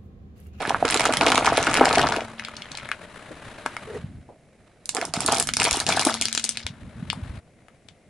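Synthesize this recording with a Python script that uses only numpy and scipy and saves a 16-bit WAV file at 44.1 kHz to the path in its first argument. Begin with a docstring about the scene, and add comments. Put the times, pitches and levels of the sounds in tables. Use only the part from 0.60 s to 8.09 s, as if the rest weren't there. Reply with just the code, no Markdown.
"""A car tyre creeps over coarse asphalt close by, with a hiss and a low rumble that come and go. First it
crushes a row of paper cups: creases snap, walls pop and the car's underside echoes briefly. At 1.5 s it drops
off the cups and the air inside it hums; flat cups crinkle back and grit clicks. Around 3 s come scuffs, two
hollow scrapes and a soft low puff of wind. From 4.3 s a row of hollow plastic balls cracks; the tyre drops and
hums again, the shells spring back, and a few low wind puffs and clicks end the scene."""
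import sys
import numpy as np
from scipy import signal
from scipy.fft import rfft, irfft, next_fast_len
from scipy.io import wavfile
from scipy.ndimage import map_coordinates

SR = 44100
rng = np.random.default_rng(int(sys.argv[2]) if len(sys.argv) > 2 else 0)


def wav_record(signal):
    """Record a signal, one row per channel, as 16-bit PCM in the file named by sys.argv[1]."""
    frames = np.transpose(np.atleast_2d(signal))
    bounded = np.clip(frames, -1, 1)
    # unit amplitude maps onto the largest positive 16-bit level
    quanta = np.round(bounded * 32767).astype(np.int16)
    wavfile.write(sys.argv[1], SR, quanta)


N = 330309

# the car creeping along: (time [s], rumble level [dB], rolling hiss level [dB])
ROAD_LEVELS = [(0, -41, -38.5), (1.4, -37, -31), (1.75, -54, -48), (3.2, -51.5, -43), (3.4, -40.5, -49),
               (3.52, -35, -59.5), (3.75, -61, -69), (4.2, -60.5, -63.5), (4.6, -42, -52.5),
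               (5.4, -40, -58), (5.9, -57.5, -56), (6.4, -42.5, -52.5), (6.79, -41.5, -48),
               (6.81, -58.5, -67.5)]
# tone of the low rumble, the distant air and the rolling hiss: (frequency [Hz], level [dB])
RUMBLE_TONE = [(20, -24.5), (50, -0.5), (110, 6), (250, 1), (700, -48.5)]
DISTANT_TONE = [(700, -8.5), (1200, -39.5), (2130, -17.5), (3200, -30.5)]
ROLLING_TONE = [(200, 3), (600, 1.5), (1640, 2.5), (3000, -5.5), (5500, -16.5), (11000, -15)]
# where the wheel arch, loaded tyre and a dragged thing ring: (pitch [Hz], width [Hz], level [dB])
ARCH_RINGS = [(599, 41, 8.5), (3910, 360, 0.5)]
TYRE_RINGS = [(258, 35, 0)]
DRAGGED_RINGS = [(446, 70, 0), (1900, 90, -5)]
# cups and balls going under the tread, the last ball in two steps:
# (start [s], length [s], fine crackle level [dB], hollow crumple level [dB])
CUP_SQUEEZES = [(0, 0.029, -14, -9), (.25, 0.29, -16.5, -10.5), (.61, 0.27, -14, -10),
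                (.92, 0.27, -11.5, -13.5), (1.21, 0.35, -15, -10)]
BALL_SQUEEZES = [(4.345, 0.11, -34, -26.5), (4.54, 0.08, -25, -24.5), (4.686, 0.062, -22.5, -21.5),
                 (4.99, 0.22, -26.5, -30), (5.27, 0.14, -18.5, -25), (5.468, 0.041, -20, -20.5)]
# paper creases snapping: (time [s], level [dB])
CREASES = [(0.095, -11.5), (0.2525, -9.5), (0.2801, -12), (0.3016, -6), (0.3248, -8.5), (0.328, -12.5),
           (0.344, -1), (0.3733, -9), (0.3965, -6), (0.407, -6), (0.416, -12), (0.441, -10.5), (0.4544, -4),
           (0.4675, -11.5), (0.525, -11), (0.537, -5.5), (0.571, -3.5), (0.611, -10), (0.6345, -14.5),
           (0.665, -5), (0.6806, -12), (0.7026, -8.5), (0.7193, -2), (0.756, -8), (0.778, -7),
           (0.8465, -11.5), (0.8591, -6.5), (0.973, -6), (1.028, -12.5), (1.0687, -8.5), (1.1416, -4.5),
           (1.172, -5.5), (1.255, -4), (1.2915, -13), (1.3287, -6), (1.354, -8.5), (1.383, -5.5),
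           (1.4154, -7), (1.4878, -20.5), (1.523, -15.5), (1.564, -10.5)]
# echo under the car: (frequency [Hz], time to fade by 60 dB [s])
ECHO_TIMES = [(300, 0.06), (10000, 0.12)]
# walls of cups and balls buckling inwards: (time [s], level [dB], pitch [Hz])
WALL_POPS = [(0.1079, -10, 860), (0.1476, -7, 1420), (0.2282, -7.5, 634), (0.4946, -12.5, 638),
             (0.613, -12, 738), (0.6688, -10.5, 499), (0.875, -8, 808), (0.924, -10.5, 626),
             (0.9806, -8.5, 629), (1.072, -7.5, 1400), (1.187, -11.5, 1390), (1.2114, -7.5, 660),
             (1.2265, -16, 799), (1.27, -12, 760), (1.3111, -12, 1270), (1.375, -10, 685),
             (1.4424, -12.5, 830), (4.6899, -14, 986), (4.7298, -12.5, 794), (5.294, -17.5, 726),
             (5.3737, -13.5, 820), (5.4723, -11.5, 726)]
# the tyre dropping off something it has flattened: (time [s], level [dB])
TYRE_DROPS = [(1.5, -39), (5.495, -37)]
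# flattened rows springing back: (start [s], length [s], level [dB], pitch [Hz])
CRINKLES = [(1.782, .55, -47.5, 2340), (5.566, 0.47, -42.5, 4230)]
# grit clicking, small hollow scuffs and plastic cracking: (time [s], level [dB], pitch [Hz])
GRIT_CLICKS = [(1.7963, -15, 2410), (1.849, -20.5, 2980), (1.8855, -20.5, 1330), (1.9672, -22.5, 4040),
               (2.0204, -21, 3330), (2.1174, -20.5, 4900), (2.1519, -20, 3300), (2.173, -20.5, 4550),
               (2.186, -22, 2000), (2.2497, -30.5, 2140), (2.289, -23, 1500), (2.3159, -9.5, 1680),
               (3.0614, -9.5, 1290), (3.167, -14, 1600), (6.5013, -8.5, 3050), (6.53, -16.5, 800),
               (7.084, -34.5, 1320), (7.2866, -33.5, 3200)]
GROUND_SCUFFS = [(2.707, -32, 296), (3.69, -36.5, 500)]
SHELL_CRACKS = [(4.2573, -17.5, 10100), (4.292, -8, 4990), (4.349, -6, 8550), (4.368, -7.5, 1957),
                (4.414, -9, 1830), (4.4524, -11.5, 8100), (4.5385, -7, 5450), (4.6058, -5.5, 8600),
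                (4.6622, -5, 8090), (4.679, -7.5, 5240), (4.7227, -4, 6870), (4.7457, -13, 6000),
                (4.771, -8, 5030), (4.784, -10.5, 6590), (4.799, 0, 8920), (4.8257, -9, 7540),
                (4.8723, -8.5, 7800), (4.8896, -5.5, 1846), (4.9369, -5.5, 4790), (4.969, -2, 4480),
                (5.0002, -2.5, 3400), (5.0186, -3.5, 2200), (5.0314, -7.5, 7000), (5.0418, -3.5, 6360),
                (5.0521, -2.5, 2994), (5.1107, -4.5, 4970), (5.1297, -2.5, 6000), (5.1705, -9.5, 6210),
                (5.2017, -6, 6330), (5.266, -6.5, 4400), (5.29, -4, 5160), (5.325, -13, 2490),
                (5.3696, -15, 4170), (5.3948, -6.5, 3580), (5.4123, -9, 5250), (5.451, -3, 8230),
                (5.4703, -9.5, 4630), (5.5416, -8, 3840), (5.6128, -1.5, 6830), (5.6226, -5, 4370),
                (5.655, -5.5, 4540), (5.684, -11, 4430), (5.728, -7, 5140), (5.75, -4.5, 4400),
                (5.7766, -3.5, 3400), (5.796, -15, 3820), (5.8416, -5, 5700), (5.85, -10, 5870),
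                (5.892, -4.5, 6700), (5.9726, -9.5, 3254), (6.0664, -11, 2960)]
# something hollow dragged over the asphalt: (start [s], length [s], level [dB])
DRAGS = [(3.275, .04, -37), (3.335, .04, -32)]
# soft low puffs of wind: (middle time [s], level [dB], pitch [Hz])
WIND_PUFFS = [(3.446, -23, 136), (4.577, -22.5, 199), (5.13, -29, 60.7), (5.287, -23, 166), (6.057, -28, 82.5),
              (6.108, -31, 143), (6.429, -22, 173), (6.633, -23, 89), (6.705, -27.5, 70), (6.785, -32.5, 84.6)]
# where the wheel is heard: (time [s], left level minus right level [dB])
WHEEL_SIDE = [(0, -2.5), (2.6, 4), (4.3, -2.5), (6.6, 6)]
# how alike left and right are: (frequency [Hz], likeness [0 to 1])
LIKENESS = [(1200, .94), (2800, .78), (9000, .33)]
# the microphone's treble falling away: (frequency [Hz], level [dB])
TREBLE_CUT = [(10900, 1), (11300, -13.5), (12300, -34.5), (16000, -63.5)]


def amp(db):
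    """Turn decibels into a number to multiply a sound by."""
    return 10 ** (np.asarray(db) / 20)


def unit(x):
    """Scale a sound to an average strength (rms) of 1."""
    return x / np.sqrt(np.mean(x ** 2) + 1e-20)


def along(points, hz):
    """Read between a table's (frequency, value) rows, with octaves evenly spaced."""
    f, values = np.transpose(points)
    return np.interp(np.log(hz + 1), np.log(f + 1), values)


def curves(rows):
    """Join timed rows with straight lines, one curve for each column after the time."""
    times, *columns = np.transpose(rows)
    return [np.interp(np.arange(N) / SR, times, column) for column in columns]


def wobble(rate):
    """A smooth curve through `rate` random values a second."""
    return map_coordinates(rng.standard_normal(int(N * rate / SR) + 4), [np.arange(N) * rate / SR])


def filtered(x, response):
    """Multiply each frequency in a sound by response(frequency)."""
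    size = next_fast_len(N + SR)
    return irfft(rfft(x, size) * response(np.fft.rfftfreq(size, 1 / SR)), size)[..., :N]


def resonant(x, rings, rest_db):
    """Make a sound ring at some pitches, let the rest through at rest_db, and scale to strength 1."""
    def response(f):
        peaks = sum(amp(db) * 1j * f * width / (hz * hz - f * f + 1j * f * width)
                    for hz, width, db in rings)
        return amp(rest_db) + peaks
    return unit(filtered(x, response))


def stereo(pair, response=np.ones_like):
    """Mix two unrelated sounds into left and right, alike in the bass and less so in the treble."""
    def blend(hz):
        angle = np.arccos(np.clip(along(LIKENESS, hz), -1, 1)) / 2
        return response(hz) * [np.cos(angle), np.sin(angle)]
    mid, side = filtered(pair, blend)
    return np.array([mid + side, mid - side])


def rush(tone):
    """Steady stereo noise shaped by a tone table."""
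    return unit(stereo(rng.standard_normal((2, N)), lambda hz: amp(along(tone, hz))))


def place(times, waves):
    """Add each short wave into one track at its start time."""
    at = np.round(times * SR).astype(int)[:, None] + np.arange(waves.shape[1])
    return np.bincount(at.ravel(), waves.ravel(), N)[:N]


def pings(times, db, hz, spread, cycles, notes, size):
    """Each ping is a few notes scattered round a pitch, fading by 60 dB in `cycles` vibrations."""
    draw = rng.standard_normal((len(times), notes, 2))
    pitches = np.clip(hz[:, None] * np.exp(spread * draw[..., 0]), 40, SR / 2.5)[..., None]
    channels = []
    for side in (1, -1):
        delay_s = 2e-5 * (2 - side * draw[..., 1:])  # left and right arrive slightly apart
        turns = pitches * np.clip(np.arange(size) / SR - delay_s, 0, None)
        waves = (np.sin(2 * np.pi * turns) * amp(-60 * turns / cycles) * (1 - np.exp(-3 * turns))).sum(1)
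        waves *= (amp(db) / np.abs(waves).max(1))[:, None]
        channels.append(place(times, waves))
    return np.array(channels)


def crackle(span, level_db, hz, spread, cycles, uneven_db, count, size):
    """Tiny pings of very unequal strength, at random times within the span."""
    draw, length = rng.random((count, 2)), span[1] - span[0]
    times = span[0] + draw[:, 0] * length
    ping_db = -uneven_db * np.log(draw[:, 1] + .02)
    ticks = pings(times, ping_db, np.full(count, hz), spread, cycles, notes=2, size=size)
    return amp(level_db) * unit(ticks) * np.sqrt(length * SR / N)


def snaps(times, db, hz, octaves, floor_db, rise_s, fade_s, size=2048):
    """Bursts of noise round a pitch, fading by 60 dB in about fade_s; a faint rattle trails each."""
    t, f = np.arange(size) / SR, np.fft.rfftfreq(size, 1 / SR) + 1
    hump = np.exp(-.5 * (np.log2(f / hz[:, None]) / octaves) ** 2)
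    white = rfft(rng.standard_normal((len(times), 2, size)))
    burst = irfft(white * (hump + amp(floor_db) * (f > 300))[:, None], size)
    fades = fade_s * np.exp(.35 * rng.standard_normal((len(times), 1, 1)))
    burst *= amp(-60 * np.clip(t - rise_s, 0, None) / fades)
    rattle = irfft(white * hump[:, None] ** 2, size) * amp(-27 - 60 * t / 0.27)
    waves = np.clip(t / rise_s, 0, 1) ** 2 * (burst + rattle)
    waves *= (amp(db) / np.abs(waves[:, 0]).max(1))[:, None, None]
    return stereo(np.array([place(times - rise_s, waves[:, k]) for k in (0, 1)]))


def squeeze(rows, fades_db_per_s, rise_db_per_s=2897.5):
    """Levels in dB that rise fast, hold while a thing is pressed, then fade; the loudest thing counts."""
    starts, lengths, *levels = np.transpose(rows)[..., None]
    t = np.arange(N) / SR - starts
    rise_db = rise_db_per_s * np.clip(t, None, 0)
    since_end = np.clip(t - lengths, 0, None)
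    return [(db + rise_db - fade * since_end).max(0) for db, fade in zip(levels, fades_db_per_s)]


def settling(rows, fade_s, rest_db):
    """A level in dB that jumps at every break and dies away as the torn material settles."""
    times, db = np.transpose(rows)[:2]
    kicks = np.bincount(np.round(times * SR).astype(int), amp(db) ** 2, N)
    power = signal.lfilter([1], [1, -amp(-120 / (fade_s * SR))], kicks)
    return 10 * np.log10(power + amp(rest_db) ** 2)


def rumble_and_air():
    """The creeping car's lumpy low rumble, over a steady hush of distant air."""
    rumble = unit(amp(3.4 * wobble(24)) * rush(RUMBLE_TONE))
    return amp(curves(ROAD_LEVELS)[0]) * rumble + amp(-60) * rush(DISTANT_TONE)


def rolling():
    """Rubber rolls on rough asphalt with a gritty, fluttering hiss that rings in the wheel arch."""
    flutter = amp(2.6 * wobble(180))
    hiss = resonant(rush(ROLLING_TONE), ARCH_RINGS, rest_db=3.5)
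    return amp(curves(ROAD_LEVELS)[1]) * unit(flutter * hiss)


def cups():
    """Creases snap, each at its own pitch; the card then tears and crumples dully."""
    fine_db, hollow_db = squeeze(CUP_SQUEEZES, fades_db_per_s=(170, 123))
    times, db = np.transpose(CREASES)
    pitches = 2500 * np.exp(.35 * rng.standard_normal(len(times)))
    creases = snaps(times, db, pitches, octaves=0.73, floor_db=-9.5, rise_s=0.00087, fade_s=0.0082)
    fine_db += settling(CREASES, fade_s=0.08, rest_db=-17.5)
    hollow_db += settling(WALL_POPS, fade_s=0.16, rest_db=-20)
    span_s = (0, 1.75)
    fine = crackle(span_s, fine_db, hz=3305, spread=.7, cycles=6.7, uneven_db=8, count=2300, size=160)
    hollow = crackle(span_s, hollow_db, hz=1000, spread=.42, cycles=8, uneven_db=4.5, count=650, size=600)
    return creases + fine + hollow


def underside(crush):
    """Sound bounces briefly between the car's floor and the road; the treble lasts longest."""
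    hz, t, noise = signal.stft(rng.standard_normal((2, SR // 4)), SR, nperseg=128)
    fade = amp(-60 * t / along(ECHO_TIMES, hz)[:, None])
    tail = signal.istft(noise * fade, SR, nperseg=128)[1]
    echo = signal.fftconvolve(crush.mean(0)[None], tail / np.linalg.norm(tail[0]), axes=1)
    return stereo(echo[:, :N])


def tyre(crush, hum_hz=226, fade_s=2.1):
    """The loaded tyre rings dully with all it crushes; after each drop the air inside it hums on."""
    body = amp(-41) * resonant(crush.mean(0), TYRE_RINGS, rest_db=-72)
    times, db = np.transpose(TYRE_DROPS)
    drops = np.bincount(np.round(times * SR).astype(int), amp(db), N)
    t = np.arange(2 * SR) / SR
    hum = amp(-60 * t / fade_s) * np.sin(2 * np.pi * hum_hz * t)
    return body + signal.fftconvolve(drops, hum)[:N]


def wall_pops():
    """A wall flips inwards and the air inside rings for a moment."""
    times, db, hz = np.transpose(WALL_POPS)
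    return pings(times - .002, db, hz, spread=0.1, cycles=14, notes=3, size=1500)


def spring_back():
    """Crushed walls unfold in a thin, spiky crinkle as the tread peels off them."""
    return sum(crackle((start, start + length), db, hz,
                       spread=.4, cycles=14, uneven_db=6, count=400, size=200)
               for start, length, db, hz in CRINKLES)


def grit():
    """Single stones and shards click as they slip free under the tread."""
    return snaps(*np.transpose(GRIT_CLICKS), octaves=.6, floor_db=-21, rise_s=.0005, fade_s=.01)


def scuffs():
    """Brief, dull scuffs on the ground."""
    times, db, hz = np.transpose(GROUND_SCUFFS)
    return snaps(times, db, hz, octaves=0.57, floor_db=-48, rise_s=0.0058, fade_s=0.12, size=4096)


def scrapes():
    """Rough rubbing on the asphalt makes a hollow, dragged thing ring."""
    rubbing = amp(3 * wobble(150)) * rush([(200, -30), (400, 0), (6000, -27)])
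    level_db = squeeze(DRAGS, fades_db_per_s=(830,))[0]
    return amp(level_db) * resonant(rubbing, DRAGGED_RINGS, rest_db=-16)


def wind_puffs():
    """Soft low puffs of wind, each a deep note that swells and sinks within a few vibrations."""
    t = np.arange(N) / SR
    return sum(amp(db - ((t - middle) * hz / 0.24) ** 2) * np.cos(2 * np.pi * hz * (t - middle))
               for middle, db, hz in WIND_PUFFS)


def balls():
    """Thin, hard plastic shells crack brightly and keep splintering after each crack."""
    cracks = snaps(*np.transpose(SHELL_CRACKS), octaves=.79, floor_db=-11.5, rise_s=.0004, fade_s=.0065)
    fine_db, hollow_db = squeeze(BALL_SQUEEZES, fades_db_per_s=(150, 230))
    after_db = settling(SHELL_CRACKS, fade_s=0.43, rest_db=-17.5)
    span_s = (4.25, 5.8)
    fine = crackle(span_s, fine_db + after_db, hz=7020,
                   spread=0.7, cycles=23, uneven_db=5.5, count=3000, size=160)
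    hollow = crackle(span_s, hollow_db + after_db, hz=900,
                     spread=0.33, cycles=11, uneven_db=4.5, count=550, size=550)
    return cracks + fine + hollow


def scene():
    """Add up the sounds at the wheel, shift them between left and right, then add wind puffs and rumble."""
    crush = cups() + balls() + wall_pops() + grit() + spring_back()
    crush = filtered(crush, lambda hz: (1j * hz / (150 + 1j * hz)) ** 2)  # the crushing sounds are kept out of the deep bass
    wheel = crush + amp(-5) * underside(crush) + tyre(crush) + rolling() + scuffs() + scrapes()
    balance = amp(np.outer([.5, -.5], curves(WHEEL_SIDE)[0]))
    return wheel * balance + wind_puffs() + rumble_and_air()


def record(dry, top_hz=16400):
    """The microphone rounds off loud peaks, dulls the treble above 11 kHz and stops at top_hz."""
    return filtered(np.tanh(dry), lambda hz: amp(along(TREBLE_CUT, hz)) * (hz < top_hz))


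dry = scene()
out = record(dry)
wav_record(out)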